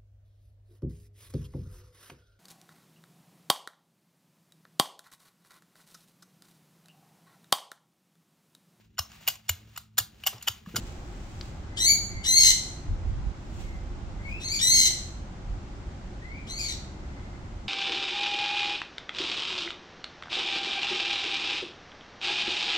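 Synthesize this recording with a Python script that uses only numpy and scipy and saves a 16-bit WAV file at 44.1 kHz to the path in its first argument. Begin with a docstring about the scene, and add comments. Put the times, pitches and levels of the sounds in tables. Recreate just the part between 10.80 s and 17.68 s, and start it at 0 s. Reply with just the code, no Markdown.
"""Walled yard: a frightened kitten under a heap of dry leaves gives five shrill cries, close by.
Each starts as a puff of breath and rises to a squeal near 2 kHz; most break up into a rasping hiss.
The cries are sums of partials and half-step partials through a throat filter, plus filtered breath.
Thin whistles are unsteady near-sines; leaves are bursts of noise and random clicks.
Filtered noise gives a low outdoor rumble, faint drones and puffs of wind."""
import sys
import numpy as np
from scipy import signal
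from scipy.fft import rfft, irfft, next_fast_len
from scipy.io import wavfile

SR = 44100
rng = np.random.default_rng(int(sys.argv[2]) if len(sys.argv) > 2 else 0)


def wav_record(signal):
    """Record a signal, one row per channel, as 16-bit PCM in the file named by sys.argv[1]."""
    frames = np.transpose(np.atleast_2d(signal))
    bounded = np.clip(frames, -1, 1)
    # unit amplitude maps onto the largest positive 16-bit level
    quanta = np.round(bounded * 32767).astype(np.int16)
    wavfile.write(sys.argv[1], SR, quanta)


N = 303399
T = np.arange(N) / SR

# Kitten's cries. Each row: start, climb, sag in seconds; pitch at catch, crest, end in Hz;
# level at catch, before leap, at crest, at end in dB ahead of the cry gain;
# rasp on climb, at crest, at end, and period doubling, all 0-1.
CRIES = [ (.960, 0.041, .054, 1929, 2279, 2280, -26.5, -24, -18.5, -23, 0.37, 0.06, 0, 0),
         (1.43, .062, 0.13, 2015, 2175, 1995, -24.5, -23, -17.5, -20.5, 0.14, 0.34, 0.88, 0.59),
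         (3.591, .064, 0.033, 2060, 2420, 2296, -39.5, -32, -32, -29.5, 0.45, .5, .65, 0.2),
         (3.780, .064, .144, 1941, 2162, 2012, -24, -22.5, -21, -23.5, 0.21, 0.4, 0.89, 0.6),
         (5.659, 0.054, 0.13, 2050, 2430, 1946, -40, -45, -35, -37.5, 0.49, 0.76, 0.87, .35)]
# Whistles of the nearly closed throat. Each row: start, length in seconds, first, last pitch in Hz,
# mid-length level in dB.
WHISTLES = [(0.895, 0.13, 1980, 2200, -57), (1.296, 0.25, 2048, 2240, -51.5),
            (2.825, 0.17, 2160, 2067, -60), (3.39, 0.069, 2020, 2170, -54.5),
            (3.442, .045, 2184, 2314, -43.5), (3.478, .12, 2384, 2680, -44), (5.417, .185, 1877, 2490, -49),
            (5.579, 0.098, 2404, 2196, -54.5), (6.093, .65, 2052, 2100, -64.5)]
# Throat resonances. Each row: frequency in Hz, relative gain in dB.
THROAT_SPECTRUM = [(1600, -19), (2200, -11), (2650, -2), (3150, -5.5), (3600, -5), (4300, 2.5),
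                   (4900, -1.5), (6500, 2.5), (7200, 0.5), (8000, -0.5), (8900, -22.5), (9900, -12.5),
                   (14500, -16.5), (16000, -26)]
# Breath through the open mouth. Each row: frequency in Hz, relative level in dB.
MOUTH_SPECTRUM = [(900, -46), (1600, -25), (2100, -27), (2550, -11), (3100, 15), (4000, 5), (4800, 4.5),
                  (6300, -3.5), (7700, 8), (8900, -53), (9700, 2), (11200, -37), (14500, -19), (16000, -26)]
# Direct cries at the two ports. Each row: frequency in Hz, left minus right in dB ahead of the pan.
PORT_DIFFERENCE = [(2000, 6), (4300, 3.5), (6600, 1.5), (7600, 4.5), (8400, -11), (10000, -12.5),
                   (12000, -4), (15000, 3.5)]
# Dry leaves snapping. Each row: start in seconds, relative peak in dB.
SNAPS = [(0.6115, -23), (0.6134, -30), (0.615, -37), (1.975, -47), (2.667, -61)]
# Spectrum of a snap. Each row: frequency in Hz, relative level in dB.
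SNAP_SPECTRUM = [(500, -28), (1300, -7), (2050, -3), (2700, -4), (3400, -2), (4500, 8.5), (6000, -8),
                 (9000, -25), (15000, -37)]
# Leaves shifting. Each row: start-side centre in seconds, rise, fall to 1/e in seconds, peak level in dB.
SHIFTS = [(.07, 0.17, 0.086, -55), (.66, 0.46, 0.095, -57), (2.81, 0.077, 0.085, -53.5),
          (3.5, .04, 0.088, -59)]
# Spectrum of rustling. Each row: frequency in Hz, relative level in dB.
LEAF_SPECTRUM = [(1000, -7), (2500, 12.5), (5000, 6.5), (7500, 10), (9500, -6), (15500, -6)]
# Outdoor air. Each row: frequency in Hz, relative level in dB.
AIR_SPECTRUM = [(12, -18.5), (20, -7), (43, 1), (101, -4), (172, -10.5), (357, -16.5), (472, -26),
                (513, -21.5), (660, -24.5), (1570, -31), (1760, -34.5), (2080, -35.5), (3440, -39.5),
                (7310, -45), (16000, -91)]
# Stereo spread of the outdoor air. Each row: frequency in Hz, side minus mid in dB.
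AIR_SIDE = [(40, -24), (150, -17), (350, -11), (700, -2), (1300, 0.5), (3000, -0.5), (12000, 0)]
# Faint resonances of the surroundings. Each row: frequency, width in Hz, level in dB.
DRONES = [(196.7, 18, -57.5), (353, 20, -61), (792, 160, -62), (2013, 340, -70)]
# Puffs of wind. Each row: centre, half width to 1/e in seconds, peak level in dB ahead of the pan.
GUSTS = [(1.36, 0.055, -38.5), (2.115, 0.035, -25), (2.31, 0.11, -29), (2.477, 0.027, -25.5),
         (2.85, 0.16, -39), (3.32, 0.3, -41.5), (4.71, 0.044, -32)]
# Spectrum of the wind. Each row: frequency in Hz, relative level in dB.
WIND_SPECTRUM = [(20, -12), (45, 3.5), (65, -5), (90, -5), (140, -21.5), (300, -39), (1000, -87)]

# Cry: puff, catch, climb, leap, sag, release
ATTACK_S, CATCH_S, LEAP_S, RELEASE_S = .013, .053, .030, .04
PUFF_PITCH_SHARE, PUFF_RASP = .84, 1  # pitch as a share of the catch
PUFF_DB, PUFF_BREATH_DB = -11, 7.5  # level against the catch; extra breath
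CLIMB_PITCH_SHARE = .42  # part of the pitch rise covered before the leap
SAG_SWELL_DB, RELEASE_DB, RELEASE_PITCH_SHARE = 1, -26, .89
CLEAR_BREATH_DB, RASPY_BREATH_DB = -29.5, -1.5  # breath against voice at rasp 0 and 1
CRY_GAIN_DB = .5
WHISTLE_EDGE_DB = -9  # ends against the middle
SETTLING_DB, AIR_DB, BREEZE_DB = -76, -39.5, -51.5  # steady rustle, air, wind between puffs
TOP_HZ = 15850
OPPOSITE = np.array([[1], [-1]])  # left, right


def undb(db):
    """Decibels to gain."""
    return 10 ** (np.asarray(db) / 20)


def unit(x):
    """Scale to rms 1."""
    return x / np.sqrt(np.mean(x ** 2) + 1e-18)


def span(start_s, length_s):
    """Sample indices that an event covers."""
    return np.flatnonzero((T >= start_s) & (T <= start_s + length_s))


def colour(x, points, share=1):
    """Zero-phase filter by a share of a (Hz, dB) spectrum."""
    n = x.shape[-1]
    size = next_fast_len(n + 512)
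    point_hz, point_db = np.transpose(points)
    hz = np.maximum(np.arange(size // 2 + 1) * SR / size, 1)
    gain = undb(share * np.interp(np.log(hz), np.log(point_hz), point_db))
    return irfft(rfft(x, size) * gain, size)[..., :n]


def wobble(hz):
    """Low-passed random motion, rms 1."""
    lowpass = signal.butter(2, hz, fs=SR, output="sos")
    return unit(signal.sosfilt(lowpass, rng.standard_normal(N)))


def cries(jitter=.0499, jitter_hz=190, slip_skew=.32, waver=.0051, waver_hz=60,
          shimmer=.65, shimmer_hz=150, doubling_db=-5.5, flap=.2, dull_db=-.42, full_db=-23):
    """Tight vocal folds squeal; with rasp their period and swing turn irregular and breath takes over."""
    out = np.zeros(N)
    # near their tightest, the folds slip further down in pitch than up
    slip = -np.exp(slip_skew * wobble(jitter_hz))
    slip = unit(slip - slip.mean())
    drift, swing = wobble(waver_hz), wobble(shimmer_hz)
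    air = unit(colour(rng.standard_normal(N), MOUTH_SPECTRUM))
    throat_hz, throat_db = np.transpose(THROAT_SPECTRUM)
    multiples = np.arange(2, 17)[:, None] / 2  # partials 1 to 8 and the lines halfway between
    for cry in CRIES:
        i, hz, db, rasp, breath_db, doubling = gesture(*cry)
        detune = jitter * rasp * slip[i] + waver * drift[i]
        phase = 2 * np.pi * np.cumsum(hz * (1 + detune)) / SR
        # a weaker push closes the folds more softly: upper partials drop
        weakness_db = np.clip(full_db - db, 0, 10)
        gains = undb(dull_db * weakness_db * np.maximum(multiples - 2, 0) ** .5)
        # alternating long and short cycles move power to the halfway lines, most in the treble
        shift = np.minimum(doubling * undb(doubling_db) * np.sqrt(multiples), np.pi / 4)
        gains = gains * np.where(multiples % 1, np.sin(shift), np.cos(shift))
        lags = rng.uniform(0, 2 * np.pi, multiples.shape)
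        folds = np.sum(gains * np.sin(multiples * phase - lags), axis=0)
        folds *= 1 + shimmer * np.sqrt(np.clip(rasp, 0, 1)) * np.tanh(swing[i])
        # the throat turns pitch slips into flickering partials; its expected rms is divided out
        passed = gains * undb(np.interp(multiples * hz, throat_hz, throat_db))
        voice = colour(folds, THROAT_SPECTRUM) / np.sqrt(np.sum(passed ** 2, axis=0) / 2)
        # the folds modulate the breath once a cycle
        breath = undb(breath_db) * air[i] * (1 + flap * np.cos(phase))
        out[i] += undb(db) * (voice + breath) / np.sqrt(1 + undb(2 * breath_db))
    return out


def gesture(start_s, climb_s, sag_s, catch_hz, crest_hz, end_hz, catch_db, leap_db, crest_db, end_db,
            climb_rasp, crest_rasp, end_rasp, doubling):
    """One cry's samples, pitch, level, rasp, breath and period doubling as the folds catch, then lose hold."""
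    catch, leap, crest, end, stop = np.cumsum([CATCH_S, climb_s, LEAP_S, sag_s, RELEASE_S])
    i = span(start_s, stop)
    t = T[i] - start_s
    sagged = np.clip((t - crest) / sag_s, 0, 1)
    leap_hz = catch_hz + CLIMB_PITCH_SHARE * (crest_hz - catch_hz)
    hz = np.interp(t, [0, catch, leap, crest, end, stop],
                   [PUFF_PITCH_SHARE * catch_hz, catch_hz, leap_hz, crest_hz, end_hz,
                    RELEASE_PITCH_SHARE * end_hz])
    puff_db = catch_db + PUFF_DB
    db = np.interp(t, [0, ATTACK_S, catch, leap, crest, end, stop],
                   [puff_db + RELEASE_DB, puff_db, catch_db, leap_db, crest_db, end_db,
                    end_db + RELEASE_DB])
    db = db + SAG_SWELL_DB * np.sin(np.pi * sagged)
    # folds settle at the catch and lose hold ever faster in the sag
    puff = 1 - np.minimum(t / catch, 1) ** 3
    rasp = np.interp(t, [leap, crest], [climb_rasp, crest_rasp])
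    rasp = rasp + (PUFF_RASP - climb_rasp) * puff + (end_rasp - crest_rasp) * sagged ** 2
    # rougher folds leak more air
    leak = np.abs(rasp) ** 3.5
    breath_db = CLEAR_BREATH_DB + (RASPY_BREATH_DB - CLEAR_BREATH_DB) * leak + PUFF_BREATH_DB * puff
    return i, hz, db, rasp, breath_db, doubling * np.interp(sagged, [0, .3, 1], [.15, 1, .8])


def whistles(jitter=.012, jitter_hz=300, wander=.01, wander_hz=15, octave_db=-22,
             flutter_db=4, flutter_hz=50):
    """Air drawn through the narrow throat sings an unsteady, almost pure tone."""
    out = np.zeros(N)
    flutter = flutter_db * wobble(flutter_hz)
    slip = jitter * wobble(jitter_hz) + wander * wobble(wander_hz)
    for start_s, length_s, first_hz, last_hz, level_db in WHISTLES:
        i = span(start_s, length_s)
        along = (T[i] - start_s) / length_s
        hz = first_hz + (last_hz - first_hz) * along
        db = level_db + WHISTLE_EDGE_DB * (2 * along - 1) ** 2 + flutter[i]
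        phase = 2 * np.pi * np.cumsum(hz * (1 + slip[i])) / SR
        tone = np.sin(phase) + undb(octave_db) * np.sin(2 * phase)
        out[i] += undb(db) * np.sqrt(2) * tone
    return out


def snaps(crackle_db=-20, decay_s=.0024):
    """Each snap is one sharp break and a few milliseconds of crackle in the dry blade."""
    t = T[:1024]
    out = np.zeros(N)
    for start_s, peak_db in SNAPS:
        crack = undb(crackle_db) * rng.standard_normal(len(t)) * np.exp(-t / decay_s)
        crack[0] = 1
        start = int(start_s * SR)
        out[start:start + len(t)] += undb(peak_db) * crack
    out = colour(out, SNAP_SPECTRUM)
    loudest_db = max(peak_db for _, peak_db in SNAPS)
    return out * undb(loudest_db) / np.abs(out).max()


def rustle(grains_per_s=5000, spread_db=1.5):
    """Leaf edges slide over each other in dense, tiny clicks."""
    clicks = (rng.random((2, N)) < grains_per_s / SR) * rng.standard_normal((2, N))
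    clicks = clicks * undb(spread_db * rng.exponential(size=(2, N)))
    motion = undb(SETTLING_DB)
    for peak_s, rise_s, fall_s, db in SHIFTS:
        motion = motion + undb(db) * np.exp(-np.maximum((peak_s - T) / rise_s, (T - peak_s) / fall_s))
    return unit(colour(clicks, LEAF_SPECTRUM)) * motion


def outdoor_air():
    """Steady distant rumble: mid and side noise with a slight slow swell."""
    swell_db = .3 * wobble(1.5)
    mid, side = (unit(colour(rng.standard_normal(N), AIR_SPECTRUM)) for _ in range(2))
    return (mid + OPPOSITE * colour(side, AIR_SIDE)) * undb(AIR_DB + swell_db)


def drones():
    """Faint resonances: sines whose amplitude wanders at random, giving narrow bands."""
    out = np.zeros(N)
    for hz, width_hz, db in DRONES:
        out += undb(db) * np.sqrt(2) * wobble(width_hz / 2) * np.sin(2 * np.pi * hz * T)
    return out


def wind(side_db=-6, pan_db=-3):
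    """Low turbulent noise on the microphone ports, in puffs over a weak breeze."""
    mid, side = (unit(colour(rng.standard_normal(N), WIND_SPECTRUM)) for _ in range(2))
    gusts = sum(undb(db) * np.exp(-((T - centre_s) / width_s) ** 2) for centre_s, width_s, db in GUSTS)
    stereo = mid + OPPOSITE * undb(side_db) * side
    return stereo * (gusts + undb(BREEZE_DB)) * undb(OPPOSITE * pan_db / 2)


def yard(x, t60_low_s=.54, t60_high_s=.27, split_hz=7500, tail_db=-6, high_db=-1, build_s=.015,
         near_db=-4, near_s=.019):
    """Leaves and ground scatter the sound at once; the walls return a short, diffuse tail."""
    t = T[:SR]
    low, high = (signal.sosfilt(signal.butter(2, split_hz, kind, fs=SR, output="sos"),
                                rng.standard_normal((2, SR))) for kind in ("low", "high"))
    fade = np.log(1000) * t
    tail = low * np.exp(-fade / t60_low_s) + undb(high_db) * high * np.exp(-fade / t60_high_s)
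    tail = tail * (1 - np.exp(-t / build_s))
    near = rng.standard_normal((2, SR)) * np.exp(-t / near_s)
    response = (undb(tail_db) * unit(tail) + undb(near_db) * unit(near)) / np.sqrt(SR)
    return signal.fftconvolve(x[None], response, axes=1)[:, :N]


def ports(x, lag_s=.0001956, pan_db=1.0):
    """Direct sound reaches the left port a little sooner, each port with its own colour."""
    left = undb(pan_db / 2) * colour(x, PORT_DIFFERENCE, 1 / 2)
    right = undb(-pan_db / 2) * colour(np.interp(T - lag_s, T, x), PORT_DIFFERENCE, -1 / 2)
    return np.array([left, right])


def scene(snap_room_db=-8):
    """Kitten under its heap; the snapping leaves lie on top, nearer and drier."""
    kitten = undb(CRY_GAIN_DB) * cries() + whistles()
    ticks = snaps()
    reflections = yard(kitten + undb(snap_room_db) * ticks)
    background = outdoor_air() + drones() + wind()
    return ports(kitten) + ticks + reflections + rustle() + background


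def record(dry):
    """Steep elliptic low-pass removes the top."""
    return signal.sosfilt(signal.ellip(10, .2, 80, TOP_HZ, fs=SR, output="sos"), dry)


dry = scene()
out = record(dry)
wav_record(out)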